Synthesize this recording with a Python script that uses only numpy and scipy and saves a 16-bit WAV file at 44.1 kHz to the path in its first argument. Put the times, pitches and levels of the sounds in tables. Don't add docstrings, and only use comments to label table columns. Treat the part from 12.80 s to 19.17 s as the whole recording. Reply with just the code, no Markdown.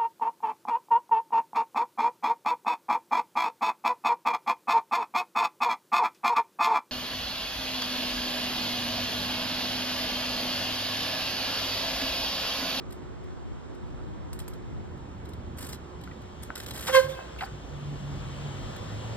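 import sys
import numpy as np
from scipy import signal
from scipy.fft import rfft, irfft, next_fast_len
from scipy.io import wavfile
from scipy.ndimage import uniform_filter1d

SR = 44100
rng = np.random.default_rng(int(sys.argv[2]) if len(sys.argv) > 2 else 0)


def digitize_waveform(pressure):
    field = np.atleast_2d(pressure).T
    bounded = np.clip(field, -1, 1)
    quanta = np.round(bounded * 32767).astype(np.int16)
    wavfile.write(sys.argv[1], SR, quanta)


N = 280869


def amp(db):
    return 10 ** (np.asarray(db) / 20)


def unit_rms(x):
    return x / np.sqrt(np.mean(x ** 2) + 1e-20)


def at_hz(table, hz, column=1):
    columns = np.transpose(table)
    return np.interp(np.log(hz + 1), np.log(columns[0] + 1), columns[column])


def fader(curve):
    return amp(np.interp(np.arange(N) / SR, *np.transpose(curve)))


def swells(rows, edge_s):
    t = np.arange(N) / SR
    return sum(amp(db) * np.clip(np.minimum(t - start, start + length - t) / edge_s, 0, 1) ** 2
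               for start, length, db in rows)


def add(mix, start_s, sound):
    part = mix[round(start_s * SR):][:len(sound)]
    part += sound[:len(part)]


def resonate(x, hz, width_hz):
    radius = np.exp(-np.pi * width_hz / SR)
    return 2 * signal.lfilter([1 - radius], [1, -radius * np.exp(2j * np.pi * hz / SR)], x).real


def narrow_band(x, hz, width_hz):
    return resonate(resonate(x, hz, width_hz), hz, width_hz)


def waver(count, span):
    return unit_rms(uniform_filter1d(uniform_filter1d(rng.standard_normal(count), span), span))


def coloured(x, spectrum):
    return irfft(rfft(x) * amp(at_hz(spectrum, np.fft.rfftfreq(len(x), 1 / SR))), len(x))


def noise_pair(spectrum, patchy_db):
    frames, hz = N // 256 + 5, np.fft.rfftfreq(1024, 1 / SR)
    a, b, c, d, patches = rng.standard_normal((frames, 513, 5)).T
    patches = unit_rms(uniform_filter1d(uniform_filter1d(patches, 10, 0), 14, 1))
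    spectra = np.array([a + 1j * b, c + 1j * d]) * amp(at_hz(spectrum, hz)[:, None] + patchy_db * patches)
    return unit_rms(signal.istft(spectra, nperseg=1024, noverlap=768)[1][:, :N])


def microphones(position, direct, scattered, treble_likeness):
    treble_from_hz, right_lag_s = 5200, 2.42e-4
    size = next_fast_len(N)
    hz = np.fft.rfftfreq(size, 1 / SR)
    direct, scattered = rfft(direct, size), rfft(scattered, size)
    treble = hz > treble_from_hz
    phase = np.where(treble, -2 * np.pi * hz * right_lag_s, at_hz(position, hz))
    likeness = np.clip(np.where(treble, treble_likeness, at_hz(position, hz, column=2)), 0, 1)
    lean_left = amp(np.where(treble, 0, at_hz(position, hz, column=3)) / 2)
    right = likeness * direct * np.exp(1j * phase) + np.sqrt(1 - likeness ** 2) * scattered
    return irfft(np.array([direct * lean_left, right / lean_left]), size)[:, :N]


# frequency_hz, relative_db
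WIND_SPECTRUM = [(20, -32), (45, 17.5), (90, 8.5), (180, 3), (300, -2), (500, -8), (900, -103)]
# start_s, length_s, level_db
GUSTS = [(-.3, 2.58, -39), (2.45, 1.2, -66), (4.0, 0.6, -64), (4.65, .5, -50), (5.45, 0.46, -66)]


def wind():
    lull_db = -71
    buffet, eddies = noise_pair(WIND_SPECTRUM, patchy_db=1.4) * (amp(lull_db) + swells(GUSTS, edge_s=0.23))
    return np.array([buffet + 0.27 * eddies, -buffet + 0.18 * eddies])


# frequency_hz, relative_db
WASH_SPECTRUM = [(100, -51), (200, -11), (300, -8), (500, -12.5), (1000, -13.5), (2000, -26), (3200, -31.5),
                 (4500, -37), (7000, -40.5), (9000, -50.5), (12000, -93), (16000, -100)]
RUMBLE_SPECTRUM = [(30, 0), (60, 5), (130, -2.5), (250, -5.5), (350, -22), (600, -60)]
# time_s, level_db
WASH_LEVEL = [(0, -48.5), (3, -48.5), (4, -51), (6.37, -52)]
RUMBLE_LEVEL = [(0.0, -51), (0.35, -50), (0.55, -60), (0.8, -50), (1.3, -42.5), (1.5, -47.5), (1.75, -40),
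                (1.95, -46), (2.3, -44), (3.3, -43.5), (4.4, -48.5), (4.8, -44.5), (5.5, -42.5),
                (6.37, -41)]
# frequency_hz, right_lead_rad, likeness_0_to_1, left_minus_right_db
ROAD_POSITION = [(39, 2, 1, 0), (199, 0.26, 1, -0.5), (380, 0, 1, -10.5), (495, 0.65, 0.77, -7),
                 (796, 4.5, 0.2, -4), (1090, 4.5, 0.38, -1.5), (1590, 7, 0.53, 0), (2460, 4, 0.77, -2),
                 (3460, 4, 0.2, -3.5), (4270, -8, 0.97, -1)]


def far_traffic():
    hum_hz, hum_db, lump_db, lump_s = 363, -55.5, 2.5, 0.15
    drift = unit_rms(narrow_band(rng.standard_normal(N), hum_hz, width_hz=9))
    hum = amp(hum_db) * (np.sin(2 * np.pi * hum_hz * np.arange(N) / SR) + .3 * drift)
    lumps = amp(lump_db * waver(N, round(lump_s * SR)))
    wash = noise_pair(WASH_SPECTRUM, patchy_db=1.0) * fader(WASH_LEVEL)
    rumble = noise_pair(RUMBLE_SPECTRUM, patchy_db=0.84) * fader(RUMBLE_LEVEL) * lumps
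    direct, scattered = wash + rumble
    return microphones(ROAD_POSITION, direct + hum, scattered, treble_likeness=.75)


# start_s, peak_db, brightest_pitch_hz
TICKS = [(0.1068, -44, 3900), (0.124, -37.5, 6600), (0.4385, -52, 3190), (0.9482, -54, 7600),
         (1.075, -63, 7600), (1.5305, -31, 8900), (1.5903, -30, 8820), (1.6, -32, 5240),
         (1.6797, -30, 12200), (1.7353, -42, 5190), (2.1745, -53, 4100), (2.4545, -45, 3640),
         (2.4897, -44, 8270), (2.5342, -42.5, 3310), (2.7752, -41, 8050), (2.7887, -33.5, 7580),
         (2.808, -34, 8990), (2.826, -31.5, 7810), (2.8465, -33, 7600), (2.867, -32, 12000),
         (2.8889, -33, 8900), (2.9273, -30, 4660), (2.9536, -41, 3110), (3.211, -43.5, 3040),
         (3.237, -39, 3210), (3.418, -48, 3230), (3.624, -41, 6990), (3.632, -30, 8900),
         (3.7549, -26, 3860), (3.778, -31, 8260), (3.8008, -27.5, 4150), (3.8627, -27, 3940),
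         (3.8837, -31.5, 3000), (3.9082, -25.5, 3750), (3.9604, -29, 3500), (3.976, -31, 8900),
         (3.992, -30.5, 4000), (4.008, -29, 12300), (4.0237, -32, 4500), (4.04, -34, 8900),
         (4.06, -31, 8980), (4.0688, -26, 4760), (4.586, -43, 3190), (5.963, -38, 3800)]
# frequency_hz, relative_db
TICK_SPECTRUM = [(700, -4), (1500, -1), (2500, -5), (3300, -5), (4500, -6), (6000, -7), (8000, -7),
                 (10000, -7), (12500, -6.5), (14500, -11), (16500, -28)]
# pitch_hz, width_hz, gain_db
HUB_MODES = [(3250, 200, 10), (3950, 220, 12), (5150, 350, 6), (7600, 450, 6), (8900, 450, 6),
             (9800, 450, 6), (12300, 700, 6)]
# start_s, length_s, level_db
RATTLES = [(2.76, .21, -48), (3.745, 0.12, -49), (3.815, 0.045, -47), (3.855, 0.065, -47),
           (3.925, 0.05, -40), (3.95, 0.13, -43.5), (4.2, 0.088, -58), (4.58, 0.1, -54.5)]


def freewheel():
    out, t = np.zeros(N), np.arange(4096) / SR
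    contact_s, bounce_s = 0.0019, 0.0047
    strike = 0.65 * np.exp(-t / 0.00059) + np.exp(-(t / contact_s) ** 2)
    bounce = 0.81 * np.exp(-((t - bounce_s) / contact_s) ** 2)
    tail = amp(-8.5 - 60 * t / 0.15)
    envelope = (strike + bounce + tail) * np.minimum(t / 0.0003, 1)
    for start_s, peak_db, brightest_hz in TICKS:
        burst = unit_rms(coloured(rng.standard_normal(len(t)), TICK_SPECTRUM)) * envelope
        octaves_off = np.log2(np.transpose(HUB_MODES)[0] / brightest_hz)
        struck_db = 2 * rng.standard_normal(len(HUB_MODES)) - 14 * octaves_off ** 2
        tick = burst + sum(amp(db + struck) * resonate(burst, hz, width)
                           for (hz, width, db), struck in zip(HUB_MODES, struck_db))
        add(out, start_s, amp(peak_db) * tick / abs(tick).max())
    links_per_s, link_t60_s = 900, 0.026
    hits = amp(3 * np.minimum(rng.exponential(1, N), 4)) * (rng.random(N) < links_per_s / SR)
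    links = signal.oaconvolve(hits, amp(-60 * t[:900] / link_t60_s))[:N] * rng.standard_normal(N)
    return out + swells(RATTLES, edge_s=0.024) * unit_rms(coloured(links, TICK_SPECTRUM))


# start_s, length_s, first_pitch_hz, last_pitch_hz, level_db
ENGINE_NOTES = [(1.95, 1.52, 88, 64.1, -48), (3.3, 1.8, 74, 53.2, -49.5), (4.5, 0.41, 70.1, 53.9, -50),
                (4.9, 0.58, 145.5, 141.3, -38.5), (5.46, 0.36, 141.7, 140.3, -38.5),
                (5.15, 0.47, 50, 52, -47), (5.3, 0.67, 89.9, 110.7, -46), (5.95, 0.57, 98.3, 119.6, -39.5)]
# frequency_hz, relative_db
ROAR_SPECTRUM = [(30, -29), (60, -2), (120, 0), (250, -15), (500, -8), (1000, -13), (2000, -22),
                 (3200, -19), (4500, -26.5), (5800, -28), (7000, -28), (9000, -39.5), (12000, -48),
                 (14000, -44), (16000, -70)]
# time_s, level_db
ROAR_LEVEL = [(2.5, -56), (3.2, -52.5), (4.4, -44.5), (4.8, -47), (5.6, -41.5), (6.37, -40.5)]
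# frequency_hz, right_lead_rad, likeness_0_to_1, left_minus_right_db
CAR_POSITION = [(39.6, 0.5, 0.9, -0.5), (190, 0.72, 0.89, -2), (348, 0.2, 0.61, 0), (566, -1, 0.44, -5),
                (940, -3, 0.12, 3), (1090, -0.5, 0.54, 6.5), (1530, 1.4, 1, 5), (2540, -3, 0.73, 3),
                (3530, -6.5, 0.39, -2.5), (4930, -8.5, 0.91, 3.5)]


def approaching_car():
    wobble_share, throb_db = 0.012, 2.5
    engine = np.zeros(N)
    for start_s, length_s, first_hz, last_hz, db in ENGINE_NOTES:
        progress = np.arange(0, 1, 1 / (length_s * SR))
        wobble = unit_rms(uniform_filter1d(rng.standard_normal(2 * SR), 2000))[:len(progress)]
        throb = waver(2 * SR, 1400)[:len(progress)]
        pitch_hz = (first_hz + (last_hz - first_hz) * progress) * (1 + wobble_share * wobble)
        note = np.sqrt(2) * np.sin(2 * np.pi * np.cumsum(pitch_hz) / SR)
        add(engine, start_s, amp(db + throb_db * throb) * note * np.sin(np.pi * progress) ** 0.36)
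    roar, scattered = noise_pair(ROAR_SPECTRUM, patchy_db=1.0) * fader(ROAR_LEVEL)
    return microphones(CAR_POSITION, roar + engine, scattered, treble_likeness=.8)


# start_s, peak_db, part_pitch_hz, blow_ms
KNOCKS = [(3.275, -33.5, 1650, 0.6), (3.312, -39, 1900, 1.8), (3.7036, -21, 1320, 0.064),
          (3.761, -35.5, 1290, 4.7), (4.074, -34, 2390, 7.4), (4.08, -21, 1080, 6.9),
          (4.091, -22, 1370, 5.9), (4.391, -25, 1090, 0.3), (4.563, -36, 1500, 0.4),
          (4.585, -32.5, 2700, 4.5), (4.606, -25.5, 1720, 3.7), (4.608, -30.5, 3260, 2.7),
          (4.614, -23, 780, 6.5), (4.633, -29, 1430, 2.3), (4.64, -40.5, 4580, 4.1),
          (4.654, -38.5, 1570, 8.8), (5.961, -33.5, 1950, 1)]
# pitch_hz, width_hz, relative_db
FRAME_MODES = [(779, 46, 14), (1060, 370, 11.5), (1266, 56, 3), (1383, 160, 10), (1500, 21, 2.5),
               (1920, 71, -3), (2310, 70, 1), (2690, 50, 7), (3220, 75, -9), (4100, 90, -18), (4580, 50, 2)]


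def knocks():
    out, t = np.zeros(N), np.arange(4096) / SR
    band = signal.butter(3, [600, 6500], "band", fs=SR, output="sos")
    steady_push = 2.5
    for start_s, peak_db, part_hz, blow_ms in KNOCKS:
        age = 1000 * t / blow_ms
        blow = (steady_push + rng.standard_normal(len(t))) * age * np.exp(-age)
        ring = amp(-6.5) * narrow_band(blow, part_hz, width_hz=1400)
        for hz, width, db in FRAME_MODES:
            gain = amp(db - 56 * np.log2(hz / part_hz) ** 2) * np.sqrt(100 / width)
            ring += gain * resonate(resonate(blow, hz, 4 * width), hz, width)
        ring = signal.sosfilt(band, ring)
        add(out, start_s, amp(peak_db) * ring / abs(ring).max())
    return out


# time_s, pitch_hz
RIM_PITCH = [(4.07, 519.5), (4.115, 519.5), (4.135, 525.5), (4.18, 525.7), (4.25, 524.7), (4.285, 530),
             (4.48, 530)]
# pitch_hz, against_overtones_db, delay_ms
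RIM_MODES = [(1596, -4, -2), (1538, -12.5, 22), (3090, -17.5, 18), (3230, -15, -15), (4180, -16.5, 10),
             (4675, -21, 10)]


def rim_ring(t, times_s, note_db, overtones_db):
    flutter_db = 2.5
    cycles = np.cumsum(np.interp(t, *np.transpose(RIM_PITCH))) / SR
    ring = uniform_filter1d(amp(np.interp(t, times_s, note_db)), 250) * np.sin(2 * np.pi * cycles)
    for hz, db, delay_ms in RIM_MODES:
        drive_db = db + np.interp(t - delay_ms / 1000, times_s, overtones_db, left=-90)
        flutter = amp(flutter_db * waver(N // 8, 200)[:len(t)])
        ring += uniform_filter1d(amp(drive_db), 250) * flutter * np.sin(2 * np.pi * (hz * t + rng.random()))
    return ring


# against_overtones_db, judder_lag_ms
SLIP_HARMONICS = [(1.5, 6.5), (-6.5, 1.5), (-6, 12), (-10, 6), (-8.5, 1), (-15, 11), (-14.5, 12),
                  (-16.5, 8.1)]


def slip_overtones(t, times_s, slip_cycles, overtones_db):
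    judder_hz, judder_peak_s, judder_depth = 49.54, 3.7, 0.35
    full_db, dulling_per_harmonic, flutter_db = -12, 0.054, 1.6
    shortfall_db = np.minimum(overtones_db - full_db, 0)
    out = np.zeros(len(t))
    for k, (db, lag_ms) in enumerate(SLIP_HARMONICS, 2):
        flutter = amp(flutter_db * waver(N // 8, 200)[:len(t)])
        wander = 0.006 * k * waver(N // 8, 150)[:len(t)]
        judder = 1 + judder_depth * np.cos(2 * np.pi * judder_hz * (t - judder_peak_s - lag_ms / 1000))
        level_db = overtones_db + db + dulling_per_harmonic * (k - 2) * shortfall_db
        gain = uniform_filter1d(amp(np.interp(t, times_s, level_db)), 250) * judder * flutter
        out += gain * np.sin(2 * np.pi * (k * slip_cycles + wander + rng.random()))
    return out


# time_s, slip_rate_hz, rim_note_db, overtones_db, treble_rub_db
SQUEAL = [(4.066, 517, -62, -62, -39), (4.082, 518.8, -48, -46, -34.5), (4.098, 524, -29, -47, -42),
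          (4.124, 538.2, -38, -47, -44.5), (4.138, 537.2, -26, -29, -36.5), (4.152, 530.4, -17.5, -22, -32),
          (4.166, 526.4, -17, -22.5, -33), (4.182, 520.5, -14, -25, -39.5), (4.2, 516.6, -18.5, -34, -40),
          (4.222, 520.8, -34.5, -39.5, -48.5), (4.258, 534.8, -31, -43, -51), (4.276, 529, -49, -45, -62),
          (4.297, 524, -32.5, -64, -49.5), (4.34, 531.6, -52, -51, -58), (4.388, 519.4, -62, -49.5, -65),
          (4.48, 536, -75, -60, -78)]
# frequency_hz, relative_db
RUB_SPECTRUM = [(700, -14), (1300, -7), (2400, -5), (3400, -4), (4400, -9), (6000, -8), (8000, -14),
                (10000, -12), (12500, -14), (15000, -19), (16500, -32)]
# start_s, length_s, pitch_hz, width_hz, level_db
AFTER_RINGS = [(4.2, 0.07, 3300, 260, -55), (4.28, 0.08, 3530, 300, -51), (4.343, 0.099, 2620, 30, -53)]


def brake():
    times_s, slip_hz, note_db, overtones_db, rub_db = np.transpose(SQUEAL)
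    t = np.arange(times_s[0], times_s[-1], 1 / SR)
    slip_cycles = np.cumsum(np.interp(t, times_s, slip_hz)) / SR
    tone = rim_ring(t, times_s, note_db, overtones_db)
    tone += slip_overtones(t, times_s, slip_cycles, overtones_db)
    pulses = 0.56 + np.exp(-(slip_cycles % 1) / 0.57)
    friction = pulses * rng.standard_normal((2, N // 8))[:, :len(t)]
    rub = np.array([coloured(side, RUB_SPECTRUM) for side in friction])
    treble = signal.sosfilt(signal.butter(4, 5000, "high", fs=SR, output="sos"), rub)
    direct_rub, scattered_rub = amp(np.interp(t, times_s, rub_db)) * rub / np.std(treble)
    direct, scattered, hiss = np.zeros(N), np.zeros(N), rng.standard_normal(N)
    for start_s, length_s, hz, width, db in AFTER_RINGS:
        direct += swells([(start_s, length_s, db)], edge_s=0.015) * unit_rms(narrow_band(hiss, hz, width))
    fade = signal.windows.tukey(len(t), .04)
    add(direct, times_s[0], (np.sqrt(2) * tone + direct_rub) * fade)
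    add(scattered, times_s[0], amp(1.5) * scattered_rub * fade)
    return direct, scattered


# start_s, peak_db
LANDINGS = [(4.226, -32), (4.702, -34)]
# pitch_hz, relative_db, t60_s
TYRE_MODES = [(104, 0, 0.27), (146.8, 0, 0.34)]


def tyre_landings():
    out, t = np.zeros(N), np.arange(SR // 3) / SR
    squash_s = 0.026
    thud = sum(amp(db - 60 * t / t60) * np.sin(2 * np.pi * hz * t) for hz, db, t60 in TYRE_MODES)
    thud *= 1 - np.exp(-t / squash_s)
    for start_s, peak_db in LANDINGS:
        add(out, start_s, amp(peak_db) * thud / abs(thud).max())
    return out


def yard_tail(sound):
    echoes_per_s, t60_s, gap_s = 2000, 1.8, .02
    t = np.arange(SR // 2) / SR
    echoes = rng.choice([-1., 1.], (2, len(t))) * (rng.random((2, len(t))) < echoes_per_s / SR)
    echoes *= amp(-60 * t / t60_s) * (t > gap_s)
    echoes *= amp(-27) / np.linalg.norm(echoes[0])
    dull = signal.lfilter(*signal.butter(1, 2500, fs=SR), sound)
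    return signal.fftconvolve(dull[None], echoes, axes=1)[:, :N]


# frequency_hz, right_lead_rad, likeness_0_to_1, left_minus_right_db
BICYCLE_POSITION = [(200, 0.8, 1, 3), (525, 1.08, 0.86, -12), (800, 1.2, 0.88, -2), (1100, 0.4, 0.44, -3.5),
                    (1540, 0.16, 1, 1.5), (2380, -1.95, 1, 0), (3080, -2, 0.91, -2.5),
                    (4320, -2, 0.98, 0.5), (4530, -2, 1, -5.5)]


def scene():
    squeal, scattered_rub = brake()
    bicycle = freewheel() + knocks() + squeal
    scattered = freewheel() + scattered_rub
    tail, other_tail = yard_tail(bicycle)
    near = microphones(BICYCLE_POSITION, bicycle + tail, scattered, treble_likeness=0.88)
    width = np.array([other_tail - tail, tail - other_tail])
    return near + width + tyre_landings() + far_traffic() + approaching_car() + wind()


def record(dry):
    low_cut_hz, band_limit_hz = 38, 16400
    cut = signal.sosfilt(signal.butter(5, low_cut_hz, "high", fs=SR, output="sos"), dry)
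    band_limit = signal.firwin(1023, band_limit_hz, window=("kaiser", 9), fs=SR)
    return signal.oaconvolve(cut, band_limit[None], "same")


dry = scene()
out = record(dry)
digitize_waveform(out)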